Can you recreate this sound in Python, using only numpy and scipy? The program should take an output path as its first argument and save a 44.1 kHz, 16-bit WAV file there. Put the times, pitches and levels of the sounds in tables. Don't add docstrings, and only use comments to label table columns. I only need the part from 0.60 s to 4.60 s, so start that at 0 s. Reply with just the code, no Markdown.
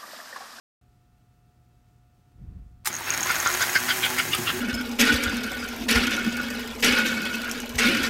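import sys
import numpy as np
from scipy import signal
from scipy.fft import rfft, irfft
from scipy.io import wavfile
from scipy.ndimage import uniform_filter1d

SR = 44100
rng = np.random.default_rng(int(sys.argv[2]) if len(sys.argv) > 2 else 0)


def file_out(sig):
    cols = np.atleast_2d(sig).T
    lim = np.clip(cols, -1, 1)
    pcm = np.round(lim * 32767).astype(np.int16)
    wavfile.write(sys.argv[1], SR, pcm)


def voltage_ratio(level):
    return 10 ** (np.asarray(level, float) / 20)


N = 176400

# middle [t/s], [level/dB],
# upper resonance [level/dB], length [s]
CHUFFS = [(2.42, -50, 0, 0.033), (2.509, -29.5, -0.5, 0.059), (2.703, -22, -10.5, 0.062),
          (2.866, -18, -9.5, 0.039), (3.023, -21.5, -6.5, 0.044), (3.161, -16.5, -16, 0.029),
          (3.305, -19.5, -1.5, 0.036), (3.45, -23.5, 3, 0.046), (3.596, -23, 2.5, 0.037),
          (3.741, -29, 2.5, 0.047), (3.889, -25.5, 0.5, 0.039)]
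# [t/s], peak [level/dB]
TICKS = [(2.3286, -24.5), (2.3401, -23), (2.3514, -22), (2.3654, -22.5), (2.5042, -12), (2.523, -25),
         (2.5371, -19), (2.547, -22), (2.577, -20), (2.607, -18), (2.6301, -16), (2.6344, -17),
         (2.648, -24), (2.6708, -22), (2.682, -27), (2.692, -27), (2.7104, -21.5), (2.7561, -22),
         (2.7634, -24), (2.8012, -16.5), (2.8517, -23.5), (2.8734, -14), (2.9139, -26), (2.9248, -24),
         (2.9397, -18.5), (2.9726, -27), (3.016, -21.5), (3.0235, -15.5), (3.0979, -23.5), (3.1314, -25),
         (3.1712, -24), (3.2011, -30), (3.5867, -24)]


def level(x, db):
    return x * voltage_ratio(db) / np.sqrt(np.mean(x ** 2))


def curve(rows, col):
    rows = np.array(rows, float)
    return np.interp(np.arange(N) / SR, rows[:, 0], rows[:, col])


def colour(x, points):
    p = np.array(points, float)
    f = np.maximum(np.arange(4097) * SR / 8192, 1)
    log_gain = np.interp(np.log(f), np.log(p[:, 0]), p[:, 1]) * np.log(10) / 20
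    c = irfft(log_gain)
    c[1:4096] *= 2
    c[4097:] = 0
    return signal.fftconvolve(x, irfft(np.exp(rfft(c))))[:N]


def ring(x, hz, t60):
    r = np.exp(-np.log(1000) / (t60 * SR))
    w = 2 * np.pi * min(hz, .45 * SR) / SR
    return signal.lfilter([0, np.sin(w)], [1, -2 * r * np.cos(w), r * r], x)


def band(x, hz, width):
    return signal.lfilter(*signal.iirpeak(hz, hz / width, SR), x)


def walk(rate):
    k = int(SR / rate)
    held = np.repeat(rng.standard_normal(N // k + 1), k)
    return 1.244 * uniform_filter1d(uniform_filter1d(held, k), k)[:N]


def grains(per_s, spread_db):
    chance, side, size = rng.random((3, N))
    return (chance < per_s / SR) * np.sign(side - .5) * voltage_ratio(-spread_db * np.log(size + 0.02))


def clicks(rows):
    out = np.zeros(N)
    for s, db in rows:
        out[int(s * SR)] += voltage_ratio(db)
    return out


def room():
    # [f/Hz], [level/dB per Hz]
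    air_colour = [(18, -39), (30, 6), (127, -3.5), (616, -25.5), (721, -21), (780, -27.5), (1320, -30),
                  (1630, -30.5), (16000, -40.5)]
    # [f/Hz], [level/dB]
    hum_lines = [(120, -64.5), (240, -82), (719.5, -74.5), (839.5, -87.5), (1199.5, -86.5), (1319, -83.5),
                 (1439, -86), (1798, -92), (2638, -90.5)]
    t = np.arange(N) / SR
    out = level(colour(rng.standard_normal(N), air_colour) * voltage_ratio(.5 * walk(17.4)), -60)
    for hz, db in hum_lines:
        out += np.sqrt(2) * voltage_ratio(db + 0.24 * walk(6.2)) * np.sin(2 * np.pi * (hz * t + rng.random()))
    return out


def hand():
    # [t/s], [level/dB]
    rub = [
        (1.72, -58),
        (1.77, -49.5),
        (1.79, -41),
        (1.85, -39),
        (1.9, -38.5),
        (1.99, -40),
        (2.03, -45),
        (2.14, -50),
        (2.24, -53),
    ]
    # [f/Hz], [level/dB per Hz]
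    rub_colour = [(15, -20), (25, 1), (60, -2), (172, -13), (492, -40), (703, -49), (1200, -48),
                  (1560, -53), (2400, -56)]
    t = np.arange(N) / SR
    on = (t > rub[0][0]) & (t < rub[-1][0])
    noise = colour(rng.standard_normal(N), rub_colour + [(6000, -75)])
    return level(noise, 0) * voltage_ratio(curve(rub, 1)) * on


def relay():
    # [t/s], peak [level/dB], buzz length [s]
    contacts = [
        (2.247, -38.5, 0.0065),
        (2.2562, -20, 0.01),
        (2.2719, -12.5, 0.001),
        (2.278, -32.5, 0.0078),
    ]
    # [f/Hz], [level/dB], t60 [s]
    metal = [(2200, -27, .05), (4150, -23, .04), (5400, -20, .05), (6120, -19, .05), (7100, -24, .04),
             (9039, -16, .04), (11340, -16, .02), (14000, -21, .05)]
    # [f/Hz], [level/dB], t60 [s]
    hollow = [(842, -27, 0.077), (190, -47, 0.16), (382, -42.5, 0.17)]
    t, hit = np.arange(N) / SR, np.zeros(N)
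    for s, db, length in contacts:
        hit += voltage_ratio(db) * (t > s) * np.exp(-np.maximum(t - s - length, 0) / 0.004)
    hit = hit * rng.standard_normal(N)
    rings = sum(voltage_ratio(db) * ring(hit, hz, min(t60, .06)) for hz, db, t60 in metal)
    slap_s = contacts[2][0]
    case = sum(ring(clicks([(slap_s, db)]), hz, t60) for hz, db, t60 in hollow)
    crack = colour(hit, [(300, -32), (900, 0), (2500, 1.5), (4000, -6.0), (9000, 0.5), (16000, -3.5)])
    return voltage_ratio(-2.5) * crack + voltage_ratio(2.5) * 0.092 * rings + case


def motor_tone(phase):
    # multiple of its turning rate, [level/dB]
    orders = [(1, -5), (2, -1), (3, 1), (7, -8)]
    # middle [t/s], multiple, gain [level/dB], length [s]
    swells = [
        (2.95, 3, 7, .07),
        (3.14, 3, 5, .03),
        (3.25, 2, 9, .07),
        (3.25, 1, 5, .06),
        (3.57, 2, 9, .07),
        (3.96, 3, 5, .04),
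    ]
    t, out = np.arange(N) / SR, np.zeros(N)
    strain = sum(np.exp(-((t - row[0] - 0.076) / 0.039) ** 2) for row in CHUFFS)
    for k, db in orders:
        gain_db = db + 1.5 * walk(9)
        if k == 3:
            gain_db = gain_db + 12.5 * (strain - .6)
        for s, order, swell_db, length in swells:
            if order == k:
                gain_db = gain_db + swell_db * np.exp(-((t - s) / length) ** 4)
        out += voltage_ratio(gain_db) * np.sin(2 * np.pi * (k * phase + .12 * walk(25)))
    return out


def running():
    # [t/s], [level/dB], motor load [level/dB], brush hiss [level/dB], chassis rumble [level/dB]
    run = [(2.275, -39.5, -29, -14, -21), (2.33, -36, -20, -13.5, -8.5), (2.4, -38, -12, -7, -11.5),
           (2.5, -31.5, -30, -11, -9.5), (2.7, -31, -25, -6.5, -9.5), (2.9, -29, -18.5, -5.5, -26),
           (3.1, -30, -18, -4.5, -19.5), (3.4, -32, -13.5, -2, -11.5), (3.6, -33, -11.5, -4, -5.5),
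           (3.75, -36, -13.5, -1.5, -1.5), (3.82, -35.5, -3, -2.5, -0.5), (3.88, -34.5, -18, -4.5, -2),
           (3.96, -35, -6, -6.5, -1.5)]
    # [t/s], [f/Hz]
    motor_hz = [(2.26, 69.75), (2.6, 95.9), (2.85, 117.7), (3.0, 121.6), (3.4, 123.2), (3.7, 126),
                (3.79, 117), (4, 125.5)]
    # [f/Hz], [level/dB per Hz]
    body_colour = [(300, -22), (550, -13.5), (900, -5), (1500, -0.5), (2200, -4.5), (3500, -10.5),
                   (4600, -12.5), (8000, -18.5)]
    # [f/Hz], [level/dB per Hz]
    brush_colour = [(4650, -10.5), (5350, 1), (5900, 2), (6500, 4), (9000, -0.5), (12800, -1.5),
                    (15500, -5)]
    # [f/Hz], [level/dB], t60 [s]
    shell_modes = [(797, -2, 0.095), (874, -0.5, 0.11), (1158, -4.5, 0.11), (2600, 2.5, 0.04),
                   (2840, -2.5, 0.058), (3110, -2, .04), (3326, -6, 0.066), (3880, -6, 0.089),
                   (4310, -12, 0.053)]
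    t = np.arange(N) / SR
    phase = np.cumsum(curve(motor_hz, 1) * (1 + 0.0126 * walk(18))) / SR

    scuff = rng.standard_normal(120) * np.exp(-np.arange(120) / (0.00037 * SR))
    grit = level(np.convolve(grains(500, 3.5), scuff)[:N], 0.32) + 1.13 * rng.standard_normal(N)
    body = level(colour(grit, [(100, -15.5)] + body_colour + [(12000, -24.5)]), 0) * voltage_ratio(0.86 * walk(90))
    shell = level(sum(voltage_ratio(db) * ring(grit, hz, t60) for hz, db, t60 in shell_modes), -8)
    shell = shell * np.interp(t, [2.3, 2.5, 3, 3.5, 4], [0.32, 0.65, 0.51, 1.16, 1.0])
    squeal_hz, squeal_width_hz = 5310, 450
    squeal = band(band(grit, squeal_hz, squeal_width_hz), squeal_hz, squeal_width_hz)
    squeal = level(squeal, -15.5) * np.interp(t, [2.35, 2.45, 2.9, 3.3], [0.32, 1.5, 0.64, .2])

    hiss = (0.78 * grit + rng.standard_normal(N)) * (1 + 0.18 * np.cos(2 * np.pi * phase))
    brush = level(colour(hiss, [(2000, -54)] + brush_colour), 0) * voltage_ratio(1.3 * walk(180) + 2.5)
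    rumble_colour = [(30, 0), (50, -11.0), (100, 6.0), (200, 2.0), (370, 5), (600, -15)]
    rumble = level(colour(rng.standard_normal(N), rumble_colour), 0)

    mix = body + shell + squeal + voltage_ratio(curve(run, 2)) * motor_tone(phase)
    mix = mix + voltage_ratio(curve(run, 3)) * brush + voltage_ratio(curve(run, 4) + 1.0 * walk(8.5)) * rumble
    return mix * voltage_ratio(curve(run, 1)) * np.clip((t - run[0][0]) / 0.02, 0, 1)


def rods():
    # [f/Hz], [level/dB], t60 [s]
    rod_modes = [(6417, -14.5, 0.023), (6635, -11.5, 0.014), (5820, -9, 0.012)]
    t = np.arange(N) / SR
    near_db = np.interp(t, [2.3, 2.5, 3.1, 3.3, 4], [-10, -7, -5, -5.0, -8.5])
    rattle = grains(260, 2.8) * voltage_ratio(-35.5 + near_db) * (t > 2.3)
    scrape = np.exp(-t[:300] / 0.00087) * np.cos(2 * np.pi * 6560 * t[:300])
    hits = clicks(TICKS) + rattle
    hits = signal.fftconvolve(hits, scrape / np.sum(scrape ** 2))[:N] * 2.36
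    return sum(voltage_ratio(db) * ring(hits, hz, t60) for hz, db, t60 in rod_modes)


def thumps():
    # [t/s], peak [level/dB]
    bumps = [
        (2.3, -30.5),
        (3.69, -27),
        (3.787, -19.5),
        (3.92, -22.5),
    ]
    thump = sum(ring(clicks(bumps), hz, 0.11) for hz in (165, 215, 350))
    return 0.33 * band(thump, 260, 380)


def cracks():
    # [t/s], peak [level/dB]
    rail_gaps = [(2.3861, -34), (2.4046, -35), (2.4964, -32), (2.5742, -29), (2.6595, -32), (2.716, -27),
                 (2.721, -28), (2.793, -30), (2.985, -30), (3.0641, -32), (3.457, -30), (3.593, -25),
                 (3.635, -33), (3.7306, -30), (3.751, -23), (3.2013, -30), (3.5859, -26), (3.7256, -33),
                 (3.748, -23), (3.787, -33)]
    tail = rng.standard_normal(300) * np.exp(-np.arange(300) / (.0012 * SR))
    hits = clicks(rail_gaps) + voltage_ratio(-18) * clicks(TICKS)
    return colour(np.convolve(hits, tail)[:N], [(500, -17), (2000, -12), (5000, -16), (8500, 13.5), (16000, 1)])


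def knocks():
    # [t/s], peak [level/dB], [f/Hz]
    blows = [(2.41, -23, 930), (2.475, -25, 2600), (2.616, -30, 800), (2.66, -18, 1060),
             (2.66, -22.5, 2900), (2.698, -18, 1450), (2.705, -13.5, 1450), (2.764, -17, 1533),
             (2.861, -8, 1440), (3.009, -8, 1588), (3.0255, -12.5, 1550), (3.033, -22, 1500),
             (3.092, -18.5, 2050), (3.139, -20, 2290), (3.153, -12.5, 1583), (3.158, -9.5, 1740),
             (3.165, -15, 1550), (3.284, -19, 1760), (3.298, -24, 1510), (3.435, -17, 3216),
             (3.451, -16, 1525), (3.524, -28, 905), (3.587, -14.5, 2190), (3.601, -25, 1410),
             (3.732, -13, 2875), (3.747, -19.5, 1260), (3.873, -22, 2760), (3.89, -17.5, 3320),
             (3.902, -15.5, 1320)]
    t60, contact_s = 0.045, 0.0014
    out, lag = np.zeros(N), np.arange(3000) / SR
    for s, db, hz in blows:
        rough = rng.standard_normal(len(lag))
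        push = (lag == 0) + 0.11 * rough * np.exp(-lag / contact_s)
        tones = ring(push, hz, t60) + 0.39 * ring(push, 1.22 * hz, 1.2 * t60)
        out[int(s * SR) + np.arange(len(lag))] += voltage_ratio(db) * tones
    return 0.57 * out


def chuffs():
    # lower [f/Hz], upper [f/Hz], third [f/Hz], whistle [level/dB]
    facing = [(1450, 3700, 2600, -18), (1500, 2500, 1930, -12), (1450, 2550, 3400, -11.5),
              (1440, 1900, 3500, -13), (1500, 3300, 2240, -6.5), (1550, 3090, 2200, -6.5),
              (1500, 3100, 2230, -8), (1565, 3150, 2530, -22), (1440, 2210, 2850, -8),
              (1260, 2860, 2520, -4), (1360, 2940, 3230, -11)]
    # width [f/Hz], [level/dB]
    lower_pipe = [(260, 0.5), (620, -6)]
    # width [f/Hz], [level/dB]
    upper_pipe = [(750, -3.5), (800, -7)]
    out, t = np.zeros(N), np.arange(-4410, 4410) / SR
    air = rng.standard_normal(N) * voltage_ratio(1.5 * walk(250))
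    for (s, db, upper_db, length), (low_hz, up_hz, third_hz, whistle_db) in zip(CHUFFS, facing):
        at = int(s * SR) + np.round(t * SR).astype(int)
        shape = np.exp(-np.abs(t / (length / 2)) ** 1.56)
        puff = air[at] * shape

        def pipe(hz, w, gain_db):
            tone = band(band(puff, hz, w), hz, 1.1 * w)
            return level(tone, db + gain_db) * np.sqrt(np.mean(shape ** 2) * w / SR)

        low = sum(pipe(hz, w, g) for hz, (w, g) in zip((low_hz, 1.286 * low_hz), lower_pipe))
        high = sum(pipe(hz, w, g + upper_db) for hz, (w, g) in zip((up_hz, third_hz), upper_pipe))
        out[at] += low - high + pipe(4840, 960, whistle_db - 4)
    return 7.6 * out


def scene():
    train = relay() + running() + rods() + thumps() + cracks() + knocks() + chuffs()
    echo_db, echo_t60_s = -11.5, 0.13
    lag = np.arange(int(.3 * SR)) / SR
    tail = rng.standard_normal(len(lag)) * np.exp(-np.log(1000) * lag / echo_t60_s) * (lag > .004)
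    train = train + voltage_ratio(echo_db) * signal.fftconvolve(train, tail / np.sqrt(np.sum(tail ** 2)))[:N]
    return (room() + hand() + train)[None, :]


def roll_off(x):
    return signal.sosfilt(signal.butter(12, 17010, fs=SR, output="sos"), x)


def record(dry):
    x = signal.sosfilt(signal.ellip(10, .2, 60, 15850, fs=SR, output="sos"), dry)
    x = signal.sosfilt(signal.butter(5, 42, "high", fs=SR, output="sos"), x)
    x = x - .45 * band(x, 10500, 1000)
    opens_s = .213
    return roll_off(x * (np.arange(N) / SR > opens_s))


dry = scene()
out = record(dry)
file_out(out)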